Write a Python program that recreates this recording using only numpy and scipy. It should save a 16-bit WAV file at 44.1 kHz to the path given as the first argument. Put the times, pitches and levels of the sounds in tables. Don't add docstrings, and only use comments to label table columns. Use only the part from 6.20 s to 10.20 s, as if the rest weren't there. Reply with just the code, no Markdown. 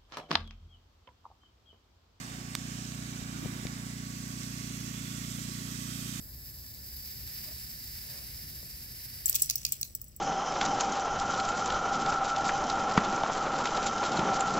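import sys
import numpy as np
from scipy.fft import rfft, irfft, next_fast_len
from scipy.io import wavfile

SR = 44100
rng = np.random.default_rng(int(sys.argv[2]) if len(sys.argv) > 2 else 0)


def dump_mix(stems):
    frames = np.atleast_2d(stems).T
    limited = np.clip(frames, -1, 1)
    pcm = np.round(limited * 32767).astype(np.int16)
    wavfile.write(sys.argv[1], SR, pcm)


N = 176400
T = np.arange(N) / SR
FFT_SIZE = next_fast_len(N + 8192, real=True)
HZ = np.fft.rfftfreq(FFT_SIZE, 1 / SR)


def amp(db):
    return np.exp(np.asarray(db) * (np.log(10) / 20))


def unit_rms(x):
    return x / np.sqrt(np.mean(x ** 2) + 1e-20)


def over_hz(points, hz=HZ):
    freqs, values = np.transpose(points)
    return np.interp(np.log(hz + 1), np.log(freqs + 1), values)


def over_time(rows):
    times, *columns = np.transpose(rows)
    return [np.interp(T, times, column) for column in columns]


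def wobble(knots_per_s):
    count = int(N * knots_per_s / SR) + 2
    return 1.2 * np.interp(T * knots_per_s, np.arange(count), rng.standard_normal(count))


def peak(centre_hz, half_width_hz, hz=HZ, power=2):
    return 1 / (1 + np.abs((hz - centre_hz) / half_width_hz) ** power)


def filtered(x, response):
    return irfft(rfft(x, FFT_SIZE) * response, FFT_SIZE)[..., :N]


def noise(colour, coherence):
    angle = np.arccos(np.clip(coherence, -1, 1)) / 2
    mid, side = rng.standard_normal((2, 2 * len(HZ))).view(complex)
    mid, side = mid * np.cos(angle), side * np.sin(angle)
    return unit_rms(irfft(colour * np.array([mid + side, mid - side]), FFT_SIZE)[:, :N])


def lead_left(x, phase_rad=0, lead_ms=0):
    lead_rad = phase_rad + 2 * np.pi * HZ * lead_ms * 1e-3
    return filtered(x, np.exp(np.outer([0.5j, -0.5j], lead_rad)))


def blow(t60_s, attack_s=0.00033, hold_s=0.00036):
    t = T[:SR // 10]
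    return (1 - np.exp(-t / attack_s)) * np.exp(-np.log(1000) * np.maximum(t - hold_s, 0) / t60_s)


def add(out, start_s, x):
    part = out[..., round(start_s * SR):][..., :x.shape[-1]]
    part += x[..., :part.shape[-1]]


# time in seconds, relative dB in each of five bands, low to high.
JET_LEVELS = [(0, -69, -59, -60, -57, -57), (0.25, -68, -57, -65, -55.5, -57.5),
              (0.5, -66.5, -54.5, -61, -57.5, -55), (0.8, -63, -53, -59.5, -54.5, -53.5),
              (1.0, -59, -50, -58, -51, -50.5), (1.25, -57.5, -48.5, -55, -53.5, -49.5),
              (1.6, -60, -50, -58, -53.5, -51.5), (1.95, -57.5, -49.5, -55, -55, -52),
              (2.3, -60.5, -51.5, -58, -53.5, -54), (2.65, -61, -51.5, -57.5, -53, -55.5),
              (3.0, -60, -52.5, -57, -54.5, -54.5)]
JET_EDGES_HZ = [700, 3600, 9000, 11200, 13200]
JET_GAINS_DB = [-2.4, -3.0, -3.7, -4.2, -2.6]
# frequency in Hz, gain in dB.
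JET_COLOUR = [(700, -19), (1150, -23.5), (1400, -21), (1750, -12), (2100, -12), (2700, -14), (3300, -17),
              (3950, -9), (4200, -9), (4650, -3.5), (4980, 2.2), (5250, -4), (5650, -5), (6200, -12),
              (6950, -12), (7500, -8.5), (8000, -11.5), (8450, -15.5), (8950, -15.5), (9700, -10),
              (10600, -11), (11200, -6), (12200, -2.5), (12900, -2.5), (13450, -7), (14700, -2.5),
              (15700, -2.5), (16000, -32)]
# frequency in Hz, coherence from 0 to 1.
JET_COHERENCE = [(700, 0.2), (1200, 0.15), (1800, 0.68), (2400, 0.6), (3200, 0.2), (4000, 0.72),
                 (5600, 0.68), (6400, 0.2), (8500, 0.42), (10000, 0.68), (15500, 0.7)]
# frequency in Hz, phase in radians.
JET_PHASE = [(500, 0.1), (1700, 1), (3000, 2), (3800, 6.3), (4500, 6.5), (5800, 8.1), (6300, 8.3),
             (7300, 13), (8800, 13.3), (9800, 14.4), (12000, 16), (13400, 19.4), (15000, 21.8), (16000, 22)]
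# time in seconds, drive in dB, of which each band follows a share.
PRESSURE = [(3.05, 7), (3.28, -3.5), (3.45, -18), (3.6, -12.5), (3.75, -28), (4, -30)]
SLIDE_MID_S, SLIDE_LENGTH_S = 1.07, 0.43


def jet(dulling_per_band=0.11, drops_per_s=8.5, drop_decay_s=0.0015):
    highpasses = [1 / (1 + (hz / (HZ + 1)) ** 30) for hz in JET_EDGES_HZ] + [0]
    pressure_db, = over_time(PRESSURE)
    flutter_db = 1.04 * wobble(70) + 0.34 * wobble(8.92)
    hiss = noise(amp(over_hz(JET_COLOUR)), over_hz(JET_COHERENCE))
    out = 0
    for k, level_db in enumerate(over_time(JET_LEVELS)):
        band = filtered(hiss, highpasses[k] - highpasses[k + 1])
        band = unit_rms(band * amp(0.92 * wobble(900)))
        drive_db = pressure_db * (0.5 + dulling_per_band * k)
        out += band * amp(level_db + JET_GAINS_DB[k] + flutter_db + drive_db)
    drops = rng.random(N) < drops_per_s / SR
    ticks = drops * amp(-56 + pressure_db + 3.9 * rng.standard_normal(N))
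    out += hiss * np.convolve(ticks, np.exp(-T[:SR // 400] / drop_decay_s))[:N]
    slid = np.clip((T - SLIDE_MID_S) / SLIDE_LENGTH_S + 0.5, 0, 1)
    on_face = lead_left(out, over_hz(JET_PHASE), lead_ms=0.016)
    off_face = lead_left(out, over_hz(JET_PHASE))
    return (1 - slid) * on_face + slid * off_face


# start in seconds, relative dB in each of three crack bands,
# crack T60 in seconds, relative ring level in dB.
KNOCKS = [(3.058, -38, -17, -18, 0.009, -1), (3.0652, -28, -37, -27, 0.012, -4),
          (3.0808, -41, -48, -19, 0.014, -10), (3.0965, -37, -15, -9.5, 0.0091, -9),
          (3.1511, -39, -29, -19, 0.016, 3.5), (3.1548, -41, -31, -22.5, 0.008, -2),
          (3.2195, -32, -30, -16, 0.006, -8), (3.2215, -21, -14.5, -14, 0.015, -3.5),
          (3.259, -37, -42, -30, 0.011, -2), (3.3564, -26, -35, -16, 0.014, -1),
          (3.522, -30, -27, -20, 0.021, -0.5), (3.6124, -30, -41, -25.5, 0.012, 3),
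          (3.7505, -35.5, -39, -25, 0.0069, 4), (3.8156, -43, -43, -29, 0.005, -1),
          (3.843, -58, -49, -40, 0.0064, -3), (3.8812, -62, -63, -48, 0.011, 0),
          (3.9634, -55, -42, -33.5, 0.0046, -1.5)]
CRACK_HZ = [5650, 8300, 13800]
# frequency in Hz, nominal width in Hz, ring gain in dB, T60 in seconds,
# rattle gain in dB.
HEAD_MODES = [(5830, 90, -1.5, 0.041, -3), (7750, 180, 7, 0.045, 2.5), (10540, 250, -5, 0.028, -0.5),
              (13500, 180, -2.5, 0.019, 1), (14780, 190, 1.5, 0.03, 0), (15500, 210, -1, .025, 4)]
# time in seconds, relative level in dB.
RATTLE_LEVEL = [(3.04, -92.5), (3.1, -60), (3.19, -54.5), (3.3, -61.5), (3.6, -64), (3.68, -63),
                (3.8, -73.5), (3.89, -68), (3.95, -78), (4, -77)]


def knocks(crack_gain_db=-2.5, ring_gain_db=-9):
    out = 0
    contact_snap = amp(1) * blow(t60_s=0.00096)
    for k, hz in enumerate(CRACK_HZ):
        envelope = np.zeros(N)
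        for start_s, *bands_db, t60_s, _ in KNOCKS:
            add(envelope, start_s, amp(bands_db[k] + crack_gain_db) * (blow(t60_s) + contact_snap))
        out += envelope * noise(peak(hz, 0.19 * hz, power=4), coherence=0.78)
    rattle = amp(over_time(RATTLE_LEVEL)[0]) * unit_rms(amp(1.5 * wobble(140)))
    for hz, width_hz, mode_db, t60_s, rattle_db in HEAD_MODES:
        envelope = amp(rattle_db) * rattle
        for start_s, *bands_db, _, ring_db in KNOCKS:
            strike_db = np.interp(hz, CRACK_HZ, bands_db)
            add(envelope, start_s, amp(strike_db + ring_db + ring_gain_db + mode_db) * blow(t60_s))
        out += envelope * noise(peak(hz, 0.68 * width_hz), coherence=0.17)
    return out


# start in seconds, relative level in dB, T60 in seconds, treble gain in dB,
# pitch in Hz.
SLAPS = [(3.087, -32, 0.032, 0, 3360), (3.128, -18.5, 0.011, 0, 5640), (3.1445, -24.5, 0.041, -1, 3360),
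         (3.1549, -26, 0.051, 6, 5600), (3.1589, -25.5, 0.034, 10.5, 3460), (3.196, -34, 0.11, 6, 7600),
         (3.23, -29, 0.05, -3, 5700), (3.2922, -26, 0.051, -4, 4800), (3.2986, -12, 0.012, 3.5, 5400),
         (3.308, -20, 0.026, 4, 5170), (3.379, -36, .05, 9, 5900), (3.412, -43, 0.046, 6, 5760),
         (3.4505, -12.5, 0.017, -1.5, 4980), (3.463, -29.5, 0.039, 4.5, 4930),
         (3.489, -40, 0.029, 16, 5500), (3.527, -34, 0.062, 5, 3200), (3.6301, -17, 0.0091, 0, 4470),
         (3.643, -48, 0.14, 15, 5800), (3.7645, -53, 0.034, 3, 5800)]
# frequency in Hz, gain in dB.
SLAP_COLOUR = [(300, -25), (1300, -24.5), (1900, -24.5), (2500, -7), (2950, -12.5), (3500, -9),
               (4400, -0.5), (5300, -2.5), (6500, 4), (8500, -10), (12000, -5.5), (15600, -0.5),
               (16300, -41)]


def slaps(hollow_db=11.5, half_width_hz=390):
    out, n = np.zeros((2, N)), SR // 10
    hz = np.fft.rfftfreq(n, 1 / SR)
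    for start_s, level_db, t60_s, treble_db, pitch_hz in SLAPS:
        colour = amp(over_hz(SLAP_COLOUR, hz) + hollow_db * peak(pitch_hz, half_width_hz, hz))
        treble_shelf = amp(treble_db / (1 + (8500 / (hz + 1)) ** 6))
        white = unit_rms(rng.standard_normal(n) + 1.3 * rng.standard_normal((2, n)))
        water = irfft(rfft(white) * unit_rms(colour) * treble_shelf, n)
        add(out, start_s, amp(level_db - 3) * blow(t60_s) * water)
    grain = amp(1.3 * wobble(1500))
    return out * grain


# time in seconds, level in dB.
SPLATTER_LEVEL = [(3.0, -100), (3.07, -50), (3.19, -44), (3.27, -54), (3.35, -55), (3.41, -50),
                  (3.5, -49.5), (3.6, -59), (3.72, -63), (4, -70)]
# frequency in Hz, gain in dB.
SPLATTER_COLOUR = [(700, -20), (1350, -14), (1800, -14), (2400, -7), (3800, -2), (5500, 3.5), (7500, 0),
                   (10000, -6), (12200, -8), (14500, 0.5), (15700, -4), (16200, -25)]


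def splatter(drops_per_s=700, scatter_db=3, drop_decay_s=0.0008):
    drops = (rng.random(N) < drops_per_s / SR) * amp(scatter_db * rng.standard_normal(N))
    crackle = unit_rms(np.convolve(drops, np.exp(-T[:SR // 200] / drop_decay_s))[:N])
    level_db, = over_time(SPLATTER_LEVEL)
    return amp(level_db) * crackle * noise(amp(over_hz(SPLATTER_COLOUR)), coherence=0.74)


# frequency in Hz, gain in dB.
SPRAY_COLOUR = [(1000, 1), (2600, 5), (4000, 0), (6000, -4), (9000, -3), (12000, -2), (16000, -10)]


def spray(blows, gain_db=-12, t60_s=0.2, rise_s=0.0039):
    t = T[:SR // 3]
    envelope = np.exp(-np.log(1000) * t / t60_s) * (1 - np.exp(-t / rise_s))
    tail = rng.standard_normal((2, len(t))) * envelope
    tail /= np.linalg.norm(tail[0])
    patter = amp(3.8 * wobble(250))
    return patter * filtered(blows, amp(gain_db + over_hz(SPRAY_COLOUR)) * rfft(tail, FFT_SIZE))


# centre in seconds, level in dB, sigma in seconds, pitch in Hz,
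# hollowness in dB.
DRUMS = [(1.295, -60, 0.028, 645, 10), (1.96, -61, 0.055, 570, 6), (2.431, -55.5, 0.0012, 1000, 8),
         (3.15, -62, 0.022, 1180, 9), (3.308, -62, 0.006, 1150, 5)]
# frequency in Hz, gain in dB.
COAT_COLOUR = [(200, -2), (450, 4), (640, 6), (820, -4), (1150, -1), (2000, -12), (4000, -40)]


def drumming(half_width_hz=74):
    out = 0
    for centre_s, level_db, sigma_s, pitch_hz, hollow_db in DRUMS:
        colour = amp(over_hz(COAT_COLOUR) + hollow_db * peak(pitch_hz, half_width_hz))
        swell = np.exp(-0.5 * ((T - centre_s) / sigma_s) ** 2)
        out += amp(level_db) * swell * noise(colour, coherence=1)
    return out


# frequency in Hz, half-width in Hz, level in dB.
MUZZLE_MODES = [(1740, 190, -72), (7570, 460, -64.5), (940, 250, -77.5)]


def muzzle(fade_s=0.46):
    fade = np.clip((SLIDE_MID_S - T) / fade_s, 0, 1)
    return fade * sum(amp(level_db) * noise(peak(hz, half_width_hz), coherence=0.16)
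                      for hz, half_width_hz, level_db in MUZZLE_MODES)


# time in seconds, relative level in dB.
RUMBLE_LEVEL = [(0, -52), (.6, -52), (1.3, -50.5), (1.8, -52.5), (2.2, -50.5), (3, -52), (4, -56.5)]
# frequency in Hz, gain in dB.
RUMBLE_COLOUR = [(12, -21), (20, -41), (40, -6.5), (64, 2), (92, -8), (121, -4), (172, -13.5), (248, -17),
                 (310, -25), (346, -20.5), (387, -28), (644, -28), (743, -35), (900, -61), (1170, -73),
                 (1980, -120)]
AIR_COLOUR = [(100, -5), (400, 3), (900, 1), (1350, 2), (1900, -11), (3000, -18), (8000, -25)]


def rumble(air_db=-77):
    level_db, = over_time(RUMBLE_LEVEL)
    low = noise(amp(over_hz(RUMBLE_COLOUR)), coherence=over_hz([(120, 0.93), (300, 0.77), (700, 0.36)]))
    air = noise(amp(over_hz(AIR_COLOUR)), coherence=0.044)
    return amp(level_db + 1.08) * low + amp(air_db) * air


def scene():
    arm = lead_left(knocks() + slaps() + splatter(), lead_ms=0.3645)
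    return jet() + muzzle() + arm + spray(arm) + drumming() + rumble()


# frequency in Hz, left level above right in dB.
PORT_BALANCE = [(100, 0.6), (500, 2.5), (1200, -1.5), (2200, -3), (3000, 6), (3600, -1), (4100, -1.5),
                (4900, -7.5), (5500, -4.5), (6100, -5.5), (7200, 14), (8100, 11.5), (8900, 6), (10000, 3.5),
                (11000, 0), (13000, 2), (14000, 1), (15000, -4), (16000, -4)]


def record(dry, cutoff_hz=16100):
    ports = amp(np.outer([0.5, -0.5], over_hz(PORT_BALANCE)))
    ports /= np.sqrt(np.mean(ports ** 2, axis=0))
    return filtered(dry, ports / (1 + (HZ / cutoff_hz) ** 120))


dry = scene()
out = record(dry)
dump_mix(out)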